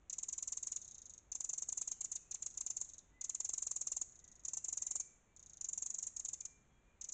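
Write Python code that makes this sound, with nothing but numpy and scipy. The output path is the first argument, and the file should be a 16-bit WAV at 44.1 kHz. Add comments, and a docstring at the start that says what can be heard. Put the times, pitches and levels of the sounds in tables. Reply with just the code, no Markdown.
"""Faint air and a low wavering hum run throughout: shaped noise, and a sine whose strength drifts at random.
From 0.1 s a wren scolds nearby in dry rattles; each tick is a steep falling whistle with a fast rasp.
Echoes off log, stump and twigs smear the ticks, and a longer wash of noise-like echoes off the trunks follows.
From 0.6 s far songbirds whistle in gliding sines; from 0.8 s a second wren adds softer, slowing rattles.
The microphone rings near 7 kHz and bends the waves, which puts a faint knock under each tick."""
import sys
import numpy as np
from scipy import signal
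from scipy.fft import rfft, irfft, next_fast_len
from scipy.io import wavfile
from scipy.ndimage import uniform_filter1d

SR = 44100
rng = np.random.default_rng(int(sys.argv[2]) if len(sys.argv) > 2 else 0)


def pcm_store(signal):
    """Save signal as 16-bit PCM."""
    levels = np.round(np.clip(np.atleast_2d(signal), -1, 1) * 32767)
    wavfile.write(sys.argv[1], SR, levels.astype(np.int16).T)


N = 314433  # length in samples
T = np.arange(N) / SR  # time in seconds

# Spectrum of the air in the wood, scaled later to AIR_DB: pitch_hz, relative level_db per Hz
AIR_SPECTRUM = [(20, -2), (50, 0.5), (80, -4), (150, -8.5), (300, -13.5), (700, -19.5), (1500, -23),
                (2500, -27), (3500, -31), (4800, -46), (6700, -46.5), (8500, -50), (10000, -59)]
AIR_DB = -72
HUM_HZ, HUM_DB = 52.1, -81

# The near wren's rattles, before effort, chance and trim:
# start_s, tick_count, pace_ms per tick, skip_ms (how early the second tick comes), level_db,
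# fall_ms (time a tick takes to fall to about 4 kHz)
NEAR_RATTLES = [(.1005, 2, 45, 14, -36, 4.7), (.187, 2, 46.7, -0.5, -34.5, 4.5),
                (.288, 7, 47.7, 5.5, -35.5, 5.47), (.632, 4, 44.9, 5, -34.8, 5.1),
                (1.3206, 8, 43.6, 10, -34.5, 5), (1.6903, 4, 43.5, 6.5, -34, 4.9),
                (1.8786, 2, 45, 6, -34, 5.1), (2.011, 2, 45, 9.5, -34.1, 5.2), (2.1197, 2, 45, 7, -35, 5.3),
                (2.3145, 2, 44.5, 12, -36.5, 5.8), (2.4259, 2, 45, 6, -35, 4.9),
                (2.5774, 4, 44.8, 11, -34, 4.56), (2.7698, 2, 45, 0, -34, 4.05),
                (3.2143, 2, 44.6, 14, -35.5, 5.4), (3.2977, 3, 54, 1.5, -32.5, 5.04),
                (3.4494, 7, 44.2, -0.5, -33.5, 5.1), (3.7639, 2, 50.8, 0, -33.6, 4.8),
                (3.8728, 4, 47.9, 0, -32, 5.3), (4.453, 4, 42, 9.5, -34.5, 4.6),
                (4.647, 2, 46, 6.5, -34.5, 5.4), (4.7293, 4, 46.7, 0, -33.5, 4.54),
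                (4.9118, 3, 45.3, 0, -33.5, 4.96), (5.6132, 2, 44, 10, -35, 3.7),
                (5.69, 4, 45, 1, -34.5, 3.13), (5.8636, 6, 41.6, 0, -36, 4.4),
                (6.168, 5, 42, 10.5, -36.5, 4.5), (6.4089, 2, 46.6, 0, -38.5, 4.7),
                (7.0152, 4, 38.3, 8, -40, 4.5)]
SKIP_FADE = .55  # ticks come in pairs; each pair keeps this share of the skip of the one before
EFFORT_S = .08  # every tick adds 1 to the bird's effort, which ebbs with this time constant
# A tick at effort 1 and the usual level, and what each further unit of effort adds to it
TICK_HZ, EFFORT_HZ = 6815, 271
RISE_MS, EFFORT_RISE_MS = 4.4, 1.1
EFFORT_FALL_MS, EFFORT_DB = .6, 2
USUAL_DB, HZ_PER_DB = -34.5, 44.5  # rattles louder than usual are higher too
# Chance from tick to tick: share of the pitch, share of the rise and fall times, level in dB
PITCH_SCATTER, LENGTH_SCATTER, SCATTER_DB = .012, .07, 0.28
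# Course of one near tick: stage (-1 onset, 0 peak, 1 fallen to about 4 kHz, 3 end),
# pitch_share of the peak pitch, level_db, flutter_depth (no unit)
NEAR_COURSE = [(-1.0626, 1.13, -15, 1), (-0.8416, 1.09, -5.5, 1.0), (-0.2773, 1.03, -1, 1.0),
               (0.24, .935, 1, 0.72), (0.5974, 0.778, -2, 0.87), (0.81, .60, -6.5, 0.25),
               (1.28, .43, -12, 0.84), (2, 0.3354, -17, 0.94), (3, 0.26, -26.5, .5)]
# Low end of the near ticks' sweep: time_s, level_db below 4 kHz
LOW_END_LEVEL = [(.1, 2.5), (.7, .5), (1.7, -1), (2.4, 3), (2.7, 0), (3.3, 1.5), (3.6, -1.5), (6, -2),
                 (6.45, 2), (7.1, 2.5)]
# Echoes off the log and stump, before the bird's bobbing and turning: delay_ms, level_db
NEAR_WREN_ECHOES = [(1.25, -11), (2.5, -9), (3.7, -12.5), (6.3, -11.5), (8.8, -16)]

# Far songbirds, before their mixing levels: start_s, length_s, start_hz, end_hz, level_db,
# warble (random, as a share of the pitch)
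FAR_WHISTLES = [(0.579, 0.31, 3870, 3760, -86.5, .02), (0.825, 0.16, 3670, 3870, -83.5, 0.028),
                (1.678, 0.21, 3540, 3391, -82.5, 0.016), (1.867, 0.14, 3110, 2930, -79.5, 0.019),
                (2.076, 0.27, 2588, 2495, -84.5, .025), (2.859, 0.14, 3500, 3760, -86.5, 0.029),
                (3.11, 0.16, 1965, 2076, -73.5, 0.0045), (4.2, 0.15, 2037, 1873, -81, .03),
                (4.497, 0.2, 2710, 2750, -84, 0.0024), (4.767, 0.14, 1927, 2090, -78.5, .015),
                (4.856, 0.29, 2318, 2334, -79.5, 0.0045), (5.88, 0.18, 1880, 1840, -86, 0.016),
                (6.381, .2, 2377, 2364, -74, 0), (6.682, 0.14, 3310, 3280, -86.5, 0.004),
                (6.841, .11, 2380, 2424, -80.5, 0.016)]

# The second wren's rattles, before trim: start_s, tick_count, first_gap_ms, first_level_db, last_level_db
SECOND_RATTLES = [(0.8175, 11, 30.4, -42.5, -44.5), (2.504, 2, 38.5, -47, -47), (2.8048, 5, 42.6, -44, -43),
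                  (4.058, 5, 31.6, -58, -49), (4.2432, 6, 36.3, -48.5, -54.5),
                  (5.3645, 7, 31.4, -50, -45.5)]
SLOWING_MS = 1.3  # each of its gaps is this much longer than the one before
# Course of the second wren's tick: stage (0 peak, 3 end), pitch_share of the peak pitch, level_db,
# flutter_depth (no unit)
SECOND_COURSE = [(-0.84, 1.2, -8.5, .6), (-0.26, 1.05, 1, 0.5), (0.44, .96, 2, 0.8),
                 (0.98, .76, -2.5, 0.66), (1.1, .62, -0.5, 0.37), (1.73, .54, -5, .4),
                 (3, 0.44, -19.5, 0.47)]
# Echoes of the second wren, before its bobbing and turning: delay_ms, level_db
SECOND_WREN_ECHOES = [(2.6, -17.5), (6.0, -10), (7.2, -8), (9.0, -13)]

# Response of the microphone in its housing: pitch_hz, level_db
MIC_RESPONSE = [(20, 0), (2500, 1), (3200, -0.5), (4200, 3), (5100, 1.5), (5700, 10), (6300, 19),
                (6800, 21), (7300, 20.5), (7950, 9.5), (8400, 8.5), (9000, 4.5)]
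TOP_HZ = 8750  # almost nothing passes far above this pitch


def undb(db):
    """Turn decibels into a plain multiplier."""
    return 10 ** (np.asarray(db) / 20)


def unit(x):
    """Scale to an average strength (rms) of 1."""
    return x / np.sqrt(np.mean(x ** 2))


def colour(x, points):
    """Filter by a spectrum of (Hz, dB) points, joined by straight lines on a logarithmic pitch scale."""
    point_hz, point_db = np.transpose(points)
    size = next_fast_len(len(x) + 4096)
    hz = np.maximum(np.arange(size // 2 + 1) * SR / size, 1)
    gain = undb(np.interp(np.log(hz), np.log(point_hz), point_db))
    return irfft(rfft(x, size) * gain, size)[:len(x)]


def add(out, x, start_s):
    """Mix x into out from a start time."""
    i = max(int(start_s * SR), 0)
    out[i:i + len(x)] += x[:max(len(out) - i, 0)]


def air(swell_db=-0.34):
    """Faint air in the canopy as slowly swelling noise, over a low hum of randomly wavering strength."""
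    swell = np.interp(T, np.linspace(0, T[-1], 20), rng.standard_normal(20))
    rustle = unit(colour(rng.standard_normal(N), AIR_SPECTRUM)) * undb(AIR_DB + swell_db * swell)
    waver = unit(uniform_filter1d(rng.standard_normal(N), size=3000))
    hum = unit(waver * np.sin(2 * np.pi * HUM_HZ * T))
    return rustle + undb(HUM_DB) * hum


def tone(hz):
    """A sine that follows a pitch curve, from a random phase."""
    cycles = np.cumsum(hz) / SR
    return np.sin(2 * np.pi * (cycles + rng.random()))


def tail(t60_s, build_s, size):
    """Echo of countless scatterers: noise that builds up and falls by 60 dB in t60_s, total energy 1."""
    t = np.arange(size) / SR
    build = 1 - np.exp(-(t / build_s) ** 2)
    decay = np.exp(-np.log(1000) * t / t60_s)
    h = rng.standard_normal(size) * build * decay
    return h / np.sqrt(np.sum(h ** 2))


def rattle_ticks():
    """Uneven pairs that settle into a steady rattle; gives time s, level dB, fall ms, effort per tick."""
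    effort, last_s = 0, 0
    for start_s, count, pace_ms, skip_ms, db, fall_ms in NEAR_RATTLES:
        for k in range(round(count)):
            early_ms = (k % 2) * skip_ms * SKIP_FADE ** (k // 2)
            s = start_s + (k * pace_ms - early_ms) / 1000
            effort *= np.exp((last_s - s) / EFFORT_S)
            yield s, db, fall_ms, effort
            effort, last_s = effort + 1, s


def tick(course, hz, rise_ms, fall_ms, rasp, flutter_hz=1010, flutter_spread=.15, waver=0.019,
         upper_hz=1150, upper_db=-5):
    """One falling whistle, peaking about 12 ms in, chopped by the flutter of the syrinx (the voice organ)."""
    ms = np.arange(1536) / SR * 1000 - 12
    stage = ms / np.where(ms < 0, rise_ms, fall_ms)
    at, *columns = np.transpose(course)
    share, db, depth = (np.interp(stage, at, column) for column in columns)
    drift = [unit(uniform_filter1d(rng.standard_normal(len(ms)), size=40)) for _ in range(3)]
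    pitch = hz * share * (1 + waver * drift[0])
    flutter = tone(flutter_hz * np.exp(flutter_spread * (rng.standard_normal() + drift[1])))
    pulses = np.exp(rasp * depth * flutter) / np.sqrt(np.i0(2 * rasp * depth))  # mean power stays 1
    # The other side of the syrinx joins in a little higher, more strongly in a raspier tick
    upper_pitch = pitch * (1 + waver * drift[2]) + upper_hz
    voices = tone(pitch) + rasp * undb(upper_db) * tone(upper_pitch)
    sounding = (stage > at[0]) * (stage < at[-1])
    gate = uniform_filter1d(undb(db) * sounding, size=16)
    return gate * pulses * voices


def perch(x, echoes, twigs, bob_ms, turn_db=1.97):
    """Add close echoes and a short scatter off twigs, then scale the loudest 6 ms to power 1."""
    size = 6144
    khz = np.arange(size // 2 + 1) * SR / size / 1000
    bounced = rfft(twigs, size)
    for delay_ms, db in echoes:
        # The delays shift as the bird bobs
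        shifted_ms = delay_ms + bob_ms * rng.standard_normal()
        bounced = bounced + undb(db) * np.exp(-2j * np.pi * khz * shifted_ms)
    # As it turns its head, more or less of the tick goes by way of the echoes
    turn = undb(turn_db * rng.standard_normal())
    y = irfft(rfft(x, size) * (1 + turn * bounced))
    # Loudness is counted as the microphone's ringing weighs it
    heard = colour(y, MIC_RESPONSE)
    return y / np.sqrt(uniform_filter1d(heard ** 2, size=265).max())


def near_wren(trim_db=-2.5, lead_s=.0122, rasp_per_ms=.16, twigs_db=-7.5, twigs_t60_s=0.057, restless=.6):
    """Hard ticks, about 22 a second: higher, louder, longer and raspier as effort builds up after a rest."""
    out = np.zeros(N)
    twigs = tail(twigs_t60_s, .004, size=4096)
    for s, db, fall_ms, effort in rattle_ticks():
        push, chance = effort - 1, rng.standard_normal(4)
        hz = TICK_HZ + EFFORT_HZ * push + HZ_PER_DB * (db - USUAL_DB)
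        hz *= 1 + PITCH_SCATTER * chance[0]
        rise_ms = (RISE_MS + EFFORT_RISE_MS * push) * np.exp(LENGTH_SCATTER * chance[1])
        fall_ms = (fall_ms + EFFORT_FALL_MS * push) * np.exp(LENGTH_SCATTER * chance[2])
        gain = undb(db + trim_db + EFFORT_DB * push + SCATTER_DB * chance[3])
        # The bird moves little between ticks, so the scatter changes only in part
        fresh_twigs = tail(twigs_t60_s, .004, size=4096)
        twigs = np.cos(restless) * twigs + np.sin(restless) * fresh_twigs
        note = tick(NEAR_COURSE, hz, rise_ms, fall_ms, rasp=rasp_per_ms * fall_ms)
        low_end_db = np.interp(s, *np.transpose(LOW_END_LEVEL))
        note = colour(note, [(4000, low_end_db), (6000, 0.00047)])
        # Starting early by lead_s puts the tick's peak near its listed time
        add(out, gain * perch(note, NEAR_WREN_ECHOES, undb(twigs_db) * twigs, bob_ms=.1), s - lead_s)
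    return out


def trunks(x, early_db=-18, early_t60_s=0.3, late_db=-21, late_t60_s=0.61):
    """The wood answers with two noise-like echoes: near trunks quickly, far ones with a long wash."""
    near = undb(early_db) * tail(early_t60_s, 0.022, size=SR)
    far = undb(late_db) * tail(late_t60_s, 0.032, size=SR)
    return signal.fftconvolve(x, near + far)[:N]


def songbirds(waver=0.0011, direct_db=-3, wet_db=-4):
    """Far whistles: gliding, warbling sines drawn out by the reverberation of the wood."""
    out = np.zeros(N)
    for s, length_s, start_hz, end_hz, db, warble in FAR_WHISTLES:
        u = np.linspace(0, 1, int(length_s * SR))
        drift = unit(uniform_filter1d(rng.standard_normal(SR), size=400))[:len(u)]
        hz = (start_hz + (end_hz - start_hz) * u) * (1 + (waver + warble) * drift)
        swell = np.sqrt(2) * np.sin(np.pi * u)
        add(out, undb(db) * swell * tone(hz), s)
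    reverberation = signal.fftconvolve(out, tail(1.5, 0.022, size=SR))[:N]
    return undb(direct_db) * out + undb(wet_db) * reverberation


def second_wren(trim_db=-7.5, lead_s=.0124, rasp=0.58, twigs_db=-9, twigs_t60_s=0.13):
    """Slowing rattles from behind the stump: purer, lower ticks lingering near 4 kHz, with clustered echoes."""
    out = np.zeros(N)
    for s, count, gap_ms, first_db, last_db in SECOND_RATTLES:
        for k, db in enumerate(np.linspace(first_db, last_db, round(count))):
            note = tick(SECOND_COURSE, hz=6550, rise_ms=2.1, fall_ms=4.3, rasp=rasp)
            twigs = undb(twigs_db) * tail(twigs_t60_s, 0.0035, size=4096)
            echoed = perch(note, SECOND_WREN_ECHOES, twigs, bob_ms=0.36)
            add(out, undb(db + trim_db) * echoed, s - lead_s)
            s += (gap_ms + k * SLOWING_MS) / 1000
    return out


def scene():
    """Both wrens, their echo in the wood, far song and air."""
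    wrens = near_wren() + second_wren()
    return (wrens + trunks(wrens) + songbirds() + air())[None]


def record(dry, bend=5.5):
    """The microphone rings near 7 kHz; its lopsided response turns beats in the ticks into low knocks."""
    x = colour(dry[0], MIC_RESPONSE)
    # Squaring the wave brings out the beats; two filters keep roughly 440 to 3500 Hz of them
    knocks = signal.sosfilt(signal.butter(1, 440, "high", fs=SR, output="sos"), x ** 2)
    knocks = signal.sosfilt(signal.butter(2, 3500, fs=SR, output="sos"), knocks)
    top = signal.ellip(8, .2, 70, TOP_HZ, fs=SR, output="sos")
    return signal.sosfilt(top, x + bend * knocks)[None]


dry = scene()
out = record(dry)
pcm_store(out)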